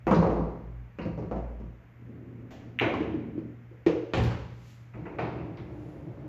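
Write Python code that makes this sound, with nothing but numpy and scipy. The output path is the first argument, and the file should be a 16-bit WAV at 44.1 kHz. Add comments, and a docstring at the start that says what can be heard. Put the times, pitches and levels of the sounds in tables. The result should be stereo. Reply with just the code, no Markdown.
"""A pool shot in a hard-walled garage, over a faint hum and hiss. First, dull woody thumps boom out of
sight and a faint rumble follows. The cue taps the white ball, which clicks against another; the balls
rumble, hop and bump over the slate. One bumps the rubber jaw of a corner pocket and clatters in, ringing
the cabinet. A soft, airy hiss swells and sinks, the ball trundles down the wooden return channel, and a
fainter, thin rustle follows."""
import sys
import numpy as np
from scipy import signal
from scipy.fft import rfft, irfft, next_fast_len
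from scipy.io import wavfile
from scipy.ndimage import map_coordinates

SR = 44100
rng = np.random.default_rng(int(sys.argv[2]) if len(sys.argv) > 2 else 0)


def master(y):
    """Save y as 16-bit WAV."""
    cut = np.clip(np.atleast_2d(y).T, -1, 1)
    pcm = np.round(cut * 32767)  # scale
    wavfile.write(sys.argv[1], SR, pcm.astype(np.int16))


N = 276948
T = np.arange(SR) / SR  # the one-second life of a blow

# colour of a ball rolling on slate, and of the far rumble: f/Hz, level/dB
ROLL_TONE = [(40, -29), (80, -5), (170, -8.5), (245, 0), (350, -9), (520, -18.5), (800, -33.5),
             (2000, -39.5), (6000, -85.5)]


def amp(db):
    """Decibels to gain."""
    return 10 ** (np.asarray(db) / 20)


def unit(x):
    """Scale to rms 1."""
    return x / np.sqrt(np.mean(x ** 2) + 1e-20)


def along(points, hz):
    """Read a curve of (f/Hz, value) points on a log frequency axis."""
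    f, values = np.transpose(points)
    return np.interp(np.log(hz + 1), np.log(f + 1), values)


def wobble(rate):
    """A smooth random curve with `rate` knots a second."""
    knots = rng.standard_normal(int(N * rate / SR) + 4)
    return map_coordinates(knots, [np.arange(N) * rate / SR])


def envelope(start, length, rise_s, fall_db_per_s, fade_db_per_s=0):
    """A linear rise, a hold that may slowly fade, and a release."""
    t = np.maximum(np.arange(N) / SR - start, 0)
    return np.minimum(t / rise_s, 1) * amp(-fade_db_per_s * t - fall_db_per_s * np.maximum(t - length, 0))


def filtered(x, response):
    """Zero-phase EQ; `response` gives the gain at each frequency."""
    n = x.shape[-1]
    padded = next_fast_len(n + 8192)
    return irfft(rfft(x, padded) * response(np.fft.rfftfreq(padded, 1 / SR)), padded)[..., :n]


def add(track, s, db, sound):
    """Lay a blow on the track; db is its level with all its energy packed into 60 ms."""
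    start = round(s * SR)
    part = sound[:, :N - start]
    track[:, start:start + part.shape[1]] += amp(db) * np.sqrt(.06) * part


def echoed(sound, echoes):
    """A sound, given as a function of time, plus its delayed copies."""
    return sound(T) + sum(amp(db) * sound(np.maximum(T - delay, 0)) for delay, db in echoes)


def diffuse(n, colour, wave_width_hz=5.4):
    """Stereo room noise shaped by standing waves: centred in the bass, wide in the treble."""
    # how alike left and right are: f/Hz, correlation
    likeness = [(60, 0.9), (250, 0.97), (500, 0.75), (1000, 0.031), (3000, 0.028), (12000, 0.014)]
    # peaks and nulls that all reflected sound shares: f/Hz, gain/dB
    standing_waves = [(149, -5), (166, 4.5), (226, 0.5), (274, -7.5), (295, 4), (349, 1.5), (373, -2),
                      (419, 4), (463, 2.5), (515, 1), (531, -0.5), (565, 5), (668, 5.5), (684, -6.5),
                      (733, 1), (1136, 2), (1184, -10.5)]
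    grid = np.arange(1500)
    waves_db = sum(db * np.exp(-((grid - hz) / wave_width_hz) ** 2 / 2) for hz, db in standing_waves)

    def mid_side_gains(hz):
        spread = np.arccos(np.clip(along(likeness, hz), -1, 1)) / 2
        gain = colour(hz) * np.interp(hz, grid, amp(waves_db))
        return gain * np.array([np.cos(spread), np.sin(spread)])

    mid, side = filtered(rng.standard_normal((2, n)), mid_side_gains)
    return unit(np.array([mid + side, mid - side]))


def rush(tone):
    """Steady diffuse noise of a given colour."""
    return diffuse(N, lambda hz: amp(along(tone, hz)))


def impact(tone, bass_db=0, treble_db=0, wood_hz=1000, wood_db=0):
    """One contact pulse: heavy ones add bass, hard ones treble, and each spot has its own resonance."""
    hz = np.fft.rfftfreq(SR, 1 / SR)
    low_shelf = bass_db / (1 + (hz / 250) ** 4)
    high_shelf = treble_db * (1 - 1 / (1 + (hz / 1600) ** 3))
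    resonance = wood_db / (1 + ((hz / wood_hz - 1) / 0.28) ** 2)
    db = along(tone, hz) + low_shelf + high_shelf + resonance
    # minimum phase packs the energy into the attack
    cepstrum = irfft(np.log(amp(db) + 1e-6), SR)
    fold = np.r_[1, np.full(SR // 2 - 1, 2), np.zeros(SR - SR // 2)]
    return unit(irfft(np.exp(rfft(cepstrum * fold)), SR))


def garage(x, direct_db, build_s, early_db=9.0):
    """A blow in the garage: strong early reflections, then a peaky tail that dies band by band."""
    # reverb time: f/Hz, t60/s
    decay = [(60, 1), (170, 0.97), (400, 0.78), (1000, 0.89), (2500, 0.85), (6000, 0.87), (9000, 0.62),
             (13000, .5)]
    # each spot favours its own midrange frequencies
    spacing_hz = 18
    heights = rng.standard_normal(SR // spacing_hz)
    depth_db = lambda hz: 2.6 * hz / (hz + 250) / (1 + (hz / 3200) ** 6)
    peaks = lambda hz: amp(depth_db(hz) * np.interp(hz / spacing_hz, np.arange(len(heights)), heights))
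    hz, t, bands = signal.stft(diffuse(SR, peaks), SR, nperseg=256)
    dying = bands * amp(-60 * t / along(decay, hz)[:, None])
    tail = signal.istft(dying, SR, nperseg=256)[1][:, :SR]
    swell = (1 - np.exp(-T / build_s)) * amp(early_db * np.exp(-T / 0.055))
    wet = signal.fftconvolve(x[None], tail * swell, axes=1)[:, :SR]
    return unit(unit(wet) + amp(direct_db) * unit(x))


def knocks(hits, tone, direct_db, build_s, early_db, wood_db=0):
    """Short dead blows on one body, each ringing the room."""
    out = np.zeros((2, N))
    for s, db, *shading in hits:
        blow = impact(tone, *shading, wood_db=wood_db)
        add(out, s, db, garage(blow, direct_db, build_s, early_db))
    return out


def ringing(modes, attack_s):
    """Wooden modes (f/Hz, level/dB, t60/s) swell and die away, each at a random phase."""
    tones = sum(amp(db - 60 * T / t60) * np.sin(2 * np.pi * (hz * T + rng.random()))
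                for hz, db, t60 in modes)
    return unit(tones * (1 - np.exp(-T / attack_s)))[None]


def room_tone(air_db=-56):
    """The bed: soft air noise and a faint hum that wavers."""
    # colour of the air: f/Hz, level/dB
    air_tone = [(25, -39.5), (40, -16), (60, 2.5), (160, -3.5), (250, -8), (400, -17), (630, -17.5),
                (1000, -18.5), (2200, -20), (2800, -28.5), (4000, -41), (7000, -45.5), (9000, -66.5),
                (11800, -43), (14500, -49)]
    # the hum: f/Hz, level/dB
    hum_tones = [(118.6, -49)]
    t = np.arange(N) / SR
    drift = .5 * wobble(4)
    waver = unit(amp(3 * wobble(11)))
    hum = sum(amp(db) * unit(np.sin(2 * np.pi * hz * t + drift)) for hz, db in hum_tones)
    return amp(air_db) * rush(air_tone) + hum * waver


def boom(hz=55.6, drift=0.04):
    """A deep, slightly wandering resonance swells and dies away under the thumps."""
    # its swells: t/s, length/s, level/dB
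    swells = [(0.039, 0.028, -38.5), (0.269, 0.19, -34.5), (0.616, 0.2, -42.5), (0.99, 0.48, -46.5),
              (1.309, 0.36, -40.5)]
    phase = 2 * np.pi * np.cumsum(hz * (1 + drift * wobble(1.7))) / SR
    gain = sum(amp(db) * envelope(s, length, rise_s=0.037, fall_db_per_s=134) for s, length, db in swells)
    return gain * unit(np.sin(phase))


def thumps(t60_s=0.53, tilt_db_per_octave=-4.5):
    """Dull blows out of sight ring a wooden body; heavy ones ring its low modes most."""
    # the blows: t/s, level/dB, bass/dB, treble/dB, wood resonance/Hz, ring/dB
    hits = [(.069, -25, -9.5, 7, 764, -0.5), (.112, -21, -5.5, 11.5, 580, -6),
            (.126, -28.5, 15.5, 1, 172, 0), (.149, -24.5, 4, 14, 520, -5), (.184, -28, 21.5, -6, 191, -4),
            (.226, -25.5, -19, -0.5, 930, -8), (.243, -32.5, -14.5, -5, 1010, -8.5),
            (.266, -27, -19.5, -3, 525, -10), (.301, -29.5, -19, -0.5, 1000, -16.5),
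            (.37, -32, -6.5, -0.5, 1010, -6), (.393, -34.5, -1, -4, 702, -6.5),
            (.452, -39.5, -12.5, -12, 582.6, -17), (.987, -36.5, -3.5, 12, 510, -5.5),
            (1.054, -31.5, 7.5, 11.5, 594, -5), (1.178, -35, -1.5, 1.5, 540, -8.5),
            (1.226, -35, 6, 8, 450, -17), (1.3132, -32, -16, 2.5, 650, -17.5),
            (1.362, -35.5, -5, 6, 800, -17), (1.601, -40.5, 10, 15, 417, -2.5)]
    # colour of a blow: f/Hz, level/dB
    tone = [(30, -41.5), (60, 0), (105, 0.5), (138, -2.5), (168, 7), (250, -0.5), (330, -2), (410, -6.5),
            (510, -9), (1250, -23), (1600, -30.5), (2700, -41), (3500, -50), (6800, -58.5), (8400, -81),
            (14000, -83.5)]
    # the body's modes before tilt and bass lift: f/Hz, level/dB
    wood_modes = [(118.4, -46.5), (166.9, -32.5), (209.9, -39), (323.0, -36), (354, -39), (419.9, -53.5),
                  (513, -32), (602.9, -46), (786, -47), (872.1, -56.5), (947, -36.5), (969, -43.5),
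                  (1136, -41), (1184, -39.5), (1400, -62)]
    out = knocks([hit[:-1] for hit in hits], tone, direct_db=-11, build_s=0.0014, early_db=7, wood_db=7)
    for s, db, bass_db, _, _, ring_db in hits:
        modes = [(hz, mode_db + tilt_db_per_octave * np.log2(hz) + bass_db / (1 + (hz / 250) ** 4), t60_s)
                 for hz, mode_db in wood_modes]
        add(out, s, db + ring_db, ringing(modes, attack_s=0.012))
    return out


def clacks():
    """Hard clacks muffled by wood, among the thumps and later in the return channel."""
    # the clacks: t/s, level/dB
    hits = [(.069, -38.5), (.987, -45), (4.937, -54), (5.055, -47), (5.186, -38.5), (5.38, -52),
            (5.574, -54)]
    # their colour: f/Hz, level/dB
    tone = [(300, -15), (1000, 5.5), (1650, -2), (2100, 0.5), (2650, -2), (3300, -26), (4500, -34.5),
            (7000, -41), (9000, -64)]
    return knocks(hits, tone, direct_db=-20, build_s=0.00081, early_db=5.5)


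def ticks(t60_s=.02):
    """Light contacts among the heavier knocks ring briefly in one band, blurred by nearby surfaces."""
    # the contacts: t/s, level/dB, centre/Hz, width/octaves, dry over room/dB
    hits = [(.074, -70.5, 12300, 0.26, -6.5), (.114, -29, 1060, 0.56, -4), (.146, -50.5, 4200, 0.48, -7),
            (0.989, -56, 2780, 0.14, -4), (1.017, -64.5, 4450, 0.31, -12), (1.178, -74, 4870, 0.5, -18),
            (1.314, -40.5, 703, 0.37, -11), (2.937, -39, 1080, 0.31, 1), (3.005, -39, 456, 0.15, 2.5),
            (2.939, -62.5, 4200, 0.72, -3.5), (3.864, -50.5, 2350, 0.5, 3),
            (4.136, -40.5, 2820, 0.73, -7.5), (4.164, -73, 11000, 0.36, -10), (4.229, -68, 11900, 0.41, -9),
            (4.238, -72, 11600, 0.29, -7), (5.186, -47.5, 1290, 1, 2), (5.572, -62.5, 3300, 0.69, -8)]
    out = np.zeros((2, N))
    for s, db, hz, octaves, direct_db in hits:
        pulse = impact([(hz * 2 ** (k * octaves), -12 * k * k) for k in range(-3, 4)])
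        rattle = rng.standard_normal(SR) * amp(-60 * T / t60_s)
        tick = unit(signal.fftconvolve(pulse, rattle)[:SR])
        room = garage(pulse, direct_db=-18, build_s=0.0048)
        add(out, s, db, unit(amp(direct_db) * tick + room))
    return out


def rolling(rolls, tone, rise_s, lumpy_db):
    """A rumble, loudest as it sets off and fading as it slows; an uneven surface makes it lumpy."""
    gain = sum(amp(db) * envelope(s, length, rise_s, fall_db_per_s=93, fade_db_per_s=fade)
               for s, length, db, fade in rolls)
    return gain * unit(rush(tone) * amp(lumpy_db * wobble(25.13)))


def far_rumble():
    """A faint, smooth rumble starts out of sight just before the shot."""
    # the rumble: t/s, length/s, level/dB, fade/(dB/s)
    rolls = [(1.98, 1, -46, 3.3)]
    return rolling(rolls, ROLL_TONE, rise_s=0.12, lumpy_db=0)


def cue_tap():
    """The cue's leather tip taps the white ball."""
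    # the tap: t/s, level/dB, bass/dB, treble/dB
    hits = [(2.508, -47, 3, 7)]
    # leather on ball: f/Hz, level/dB
    tone = [(100, 7), (350, 6.5), (750, 12.5), (1300, -6.5), (2700, -7.5), (4000, -17), (7000, -23.5),
            (9000, -53.5), (14000, -28)]
    return knocks(hits, tone, direct_db=-18.5, build_s=0.0025, early_db=3)


def ball_click(hz=2480, width_s=0.0003, direct_db=-6, snap_db=-23):
    """Two hard balls touch for an instant: a tiny wave packet with a glassy edge, echoes and room."""
    # the balls meet: t/s, level/dB
    hits = [(2.7897, -28.5)]
    # slap off the ceiling and near surfaces: delay/s, gain/dB
    echoes = [(.0011, -10), (.0033, -10), (.0067, -12), (.0089, 4), (.0103, -0.5)]
    # the glassy edge: f/Hz, level/dB
    snap_tone = [(1000, -44), (3500, 7.5), (4800, -17), (5900, -2.5), (9000, -42), (12000, -28), (14300, 4)]
    # the click as it feeds the room: f/Hz, level/dB
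    send_tone = [(300, -34.5), (1000, -6), (1600, -3.5), (2250, 4), (2850, -1), (3400, -11), (3950, -12.5),
                 (4600, -38.5), (6500, -32.5), (8500, -68), (12500, -44.5), (15000, -41.5)]
    lead = 5 * width_s
    packet = unit(np.exp(-((T - lead) / width_s) ** 2 / 2) * np.cos(2 * np.pi * hz * (T - lead)))
    snap = amp(snap_db) * impact(snap_tone)
    contact = lambda t: np.interp(t, T, packet) + np.interp(t - lead + width_s, T, snap, left=0)
    pan_left, pan_right = amp([[3], [-3]]), amp([[-1.5], [1.5]])
    out = np.zeros((2, N))
    for s, db in hits:
        add(out, s - lead, db + direct_db, unit(echoed(contact, echoes)) * pan_left)
        add(out, s, db, garage(impact(send_tone), direct_db=-22, build_s=0.024) * pan_right)
    return out


def slate_roll():
    """The balls rumble over slate that is never quite even."""
    # the roll: t/s, length/s, level/dB, fade/(dB/s)
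    rolls = [(2.81, 0.69, -30.5, 20)]
    return rolling(rolls, ROLL_TONE, rise_s=0.12, lumpy_db=1.5)


def hops():
    """The balls hop and land on the cloth-covered slate."""
    # the landings: t/s, level/dB, bass/dB, treble/dB
    hits = [(2.812, -24.5, 6, 10), (2.864, -31, -5, -11.5), (2.938, -44, -3, -4), (3.03, -36.5, 13.5, 1)]
    # slate under cloth: f/Hz, level/dB
    tone = [(40, -38), (90, -1.5), (200, -3.5), (330, 6), (500, -1.5), (700, 1), (900, -2), (1250, -11.5),
            (2000, -16), (6500, -52.5), (9000, -84)]
    return knocks(hits, tone, direct_db=-16, build_s=0.0015, early_db=5)


def bumps(attack_s=0.0028, note_db=-1):
    """Soft contacts on slate and rubber: a tick of first touch, a low ring, then the hollow cabinet."""
    # the contacts: t/s, level/dB, pitch/Hz, tick/dB, hollow after-ring/dB
    hits = [(2.864, -30, 339, -25, -14.5), (3.004, -29, 316, -21.5, -13), (3.143, -32, 308.5, -28, -18),
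            (3.331, -49.5, 303, -39, -15), (3.354, -41, 298, -39, -20), (3.378, -34.5, 324, -26.5, -17.5),
            (3.711, -56.5, 352, -16, -1), (3.8646, -20.5, 342, -13, -6.5)]
    # the low ring: multiple of the pitch, level/dB, t60/s
    modes = [(.5, 3, 0.27), (1, 27, 0.059), (1.33, 0.5, .035), (1.62, 1, 0.019)]
    # flutter between the walls: delay/s, gain/dB
    flutter = [(0.0125, -13), (0.037, -15), (0.0729, -13), (.107, -27), (.145, -22)]
    # the hollow cabinet under the slate: f/Hz, level/dB
    cabinet_tone = [(100, -35.5), (220, -24), (310, 10), (400, 6), (490, 11), (620, -3.5), (900, -18.5),
                    (1500, -32), (4000, -69.5)]
    # its lasting note: f/Hz, level/dB, t60/s
    cabinet_modes = [(313, 5.5, 0.63), (361, -6.5, 0.41), (449, 1.5, 0.72), (475.6, 1, 0.61),
                     (526, -4, 0.52)]
    # the first touch: f/Hz, level/dB
    tick_tone = [(30, -33), (70, 6.5), (200, 3), (600, 4), (950, 1), (1500, -4.5), (2400, -3), (3500, -14),
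                 (6500, -24), (8500, -48.5), (13000, -44)]
    out = np.zeros((2, N))
    for s, db, hz, tick_db, hollow_db in hits:
        ring = lambda t: (1 - np.exp(-t / attack_s)) * sum(
            amp(mode_db - 60 * t / t60) * np.sin(2 * np.pi * hz * k * t) for k, mode_db, t60 in modes)
        add(out, s, db, unit(echoed(ring, flutter))[None])
        add(out, s, db + hollow_db, garage(impact(cabinet_tone), direct_db=-39.5, build_s=0.022))
        add(out, s, db + hollow_db + note_db, ringing(cabinet_modes, attack_s=0.007))
        add(out, s - .001, db + tick_db, garage(impact(tick_tone), direct_db=-16, build_s=0.00033))
    return out


def pocket_drop(ring_db=-7):
    """The ball clatters into the pocket; every knock rings the cabinet."""
    # it falls and settles: t/s, level/dB, bass/dB, treble/dB, wood resonance/Hz
    hits = [(4.136, -27.5, -20, 10, 2450), (4.174, -24.5, 3, 16, 970), (4.238, -29, 0.5, 14, 4840),
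            (4.31, -39.5, -17.5, 10, 1330)]
    # colour of the pocket: f/Hz, level/dB
    tone = [(21, -70), (35, -22), (54, 4), (117, 1.5), (221, -7), (507, -12), (686, -23), (759, -21),
            (818, -19.5), (1160, -26.5), (3720, -47), (7340, -61), (8540, -81), (12500, -80), (14500, -86)]
    # the cabinet's ring: f/Hz, level/dB, t60/s
    modes = [(115.9, 1, 0.61), (186, -7, 0.52), (361, -13, 0.5), (458, -20, .7), (480, -12, 0.29),
             (755, -6, 0.3), (935, -18, 0.59), (1100, -19, 0.48)]
    out = knocks(hits, tone, direct_db=-13, build_s=0.00013, early_db=5.5, wood_db=6)
    for s, db, *_ in hits:
        add(out, s, db + ring_db, ringing(modes, attack_s=0.0068))
    return out


def soft_hisses(grain_db=0.5):
    """A soft, airy hiss swells and sinks; a fainter, thin rustle follows."""
    # the swells: peak t/s, half length/s, level/dB, bright band centre/Hz, width/Hz, boost/dB
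    swells = [(4.695, 0.071, -63.5, 11030, 2440, 0), (5.875, 0.13, -74, 10750, 506, 11.5)]
    # colour of the hiss: f/Hz, level/dB
    tone = [(800, -9.5), (2800, 3), (3500, 0.5), (7200, -4.5), (8400, -24), (10600, -12), (12400, -9.5),
            (15000, -23)]
    t = np.arange(N) / SR
    out = np.zeros((2, N))
    for s, half_s, db, centre_hz, width_hz, boost_db in swells:
        bright_band = lambda hz: boost_db / (1 + ((hz - centre_hz) / width_hz) ** 2)
        hiss = diffuse(N, lambda hz: amp(along(tone, hz) + bright_band(hz)))
        swell = (1 + ((t - s) / half_s) ** 2) ** -0.72
        out += amp(db + grain_db * wobble(90)) * hiss * swell
    return out


def return_channel():
    """The potted ball knocks and trundles down the wooden channel."""
    # the knocks: t/s, level/dB, bass/dB, treble/dB, wood resonance/Hz
    hits = [(4.95, -59, -2, -4, 900), (4.998, -54, 7, -12, 387), (5.056, -42, -9, -13, 890),
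            (5.122, -61, -10.5, 6, 650), (5.187, -28.5, 1.5, 6.5, 820), (5.33, -35.5, 5.5, -12, 318),
            (5.395, -41.5, 5, -12, 734)]
    # the channel when struck: f/Hz, level/dB
    knock_tone = [(29, -39), (50, -2.5), (109, 6), (226, -1.5), (330, 2), (470, 1.5), (541, -6.5),
                  (653, -5.5), (900, -9), (1460, -16), (2690, -26), (4730, -37.5), (7410, -60.5),
                  (8140, -114), (14000, -93)]
    # the roll: t/s, length/s, level/dB, fade/(dB/s)
    rolls = [(4.94, 1.4, -41, 0.63)]
    # the channel when rolled on: f/Hz, level/dB
    rumble_tone = [(29, -54), (50, -11), (66, -4.5), (91, -14), (118, 1), (264, -17.5), (303, -4.5),
                   (356, -9), (394, -16), (649, -18.5), (704, -21), (1210, -32), (2030, -40.5),
                   (6000, -61.5), (7800, -71), (13200, -120)]
    knocking = knocks(hits, knock_tone, direct_db=-19.5, build_s=0.0026, early_db=0.5, wood_db=8)
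    return knocking + rolling(rolls, rumble_tone, rise_s=0.008, lumpy_db=0.6)


def scene():
    """Mix all sources, leaning to the left except in the very top."""
    # stereo balance: f/Hz, left over right/dB
    balance = [(50, 2.5), (200, 4.5), (600, 4), (2000, 9.5), (5000, 8), (8000, 16.5), (14000, -9.5)]
    unseen = thumps() + boom() + far_rumble()
    shot = cue_tap() + ball_click()
    table = hops() + bumps() + slate_roll()
    woodwork = return_channel() + clacks() + pocket_drop()
    mix = unseen + shot + table + woodwork + ticks() + soft_hisses() + room_tone()
    return filtered(mix, lambda hz: amp(np.outer([.5, -.5], along(balance, hz))))


def record(dry):
    """A steep high cut takes off the topmost air."""
    cutoff_hz = 14700
    return filtered(dry, lambda hz: 1 / (1 + (hz / cutoff_hz) ** 120))


dry = scene()
out = record(dry)
master(out)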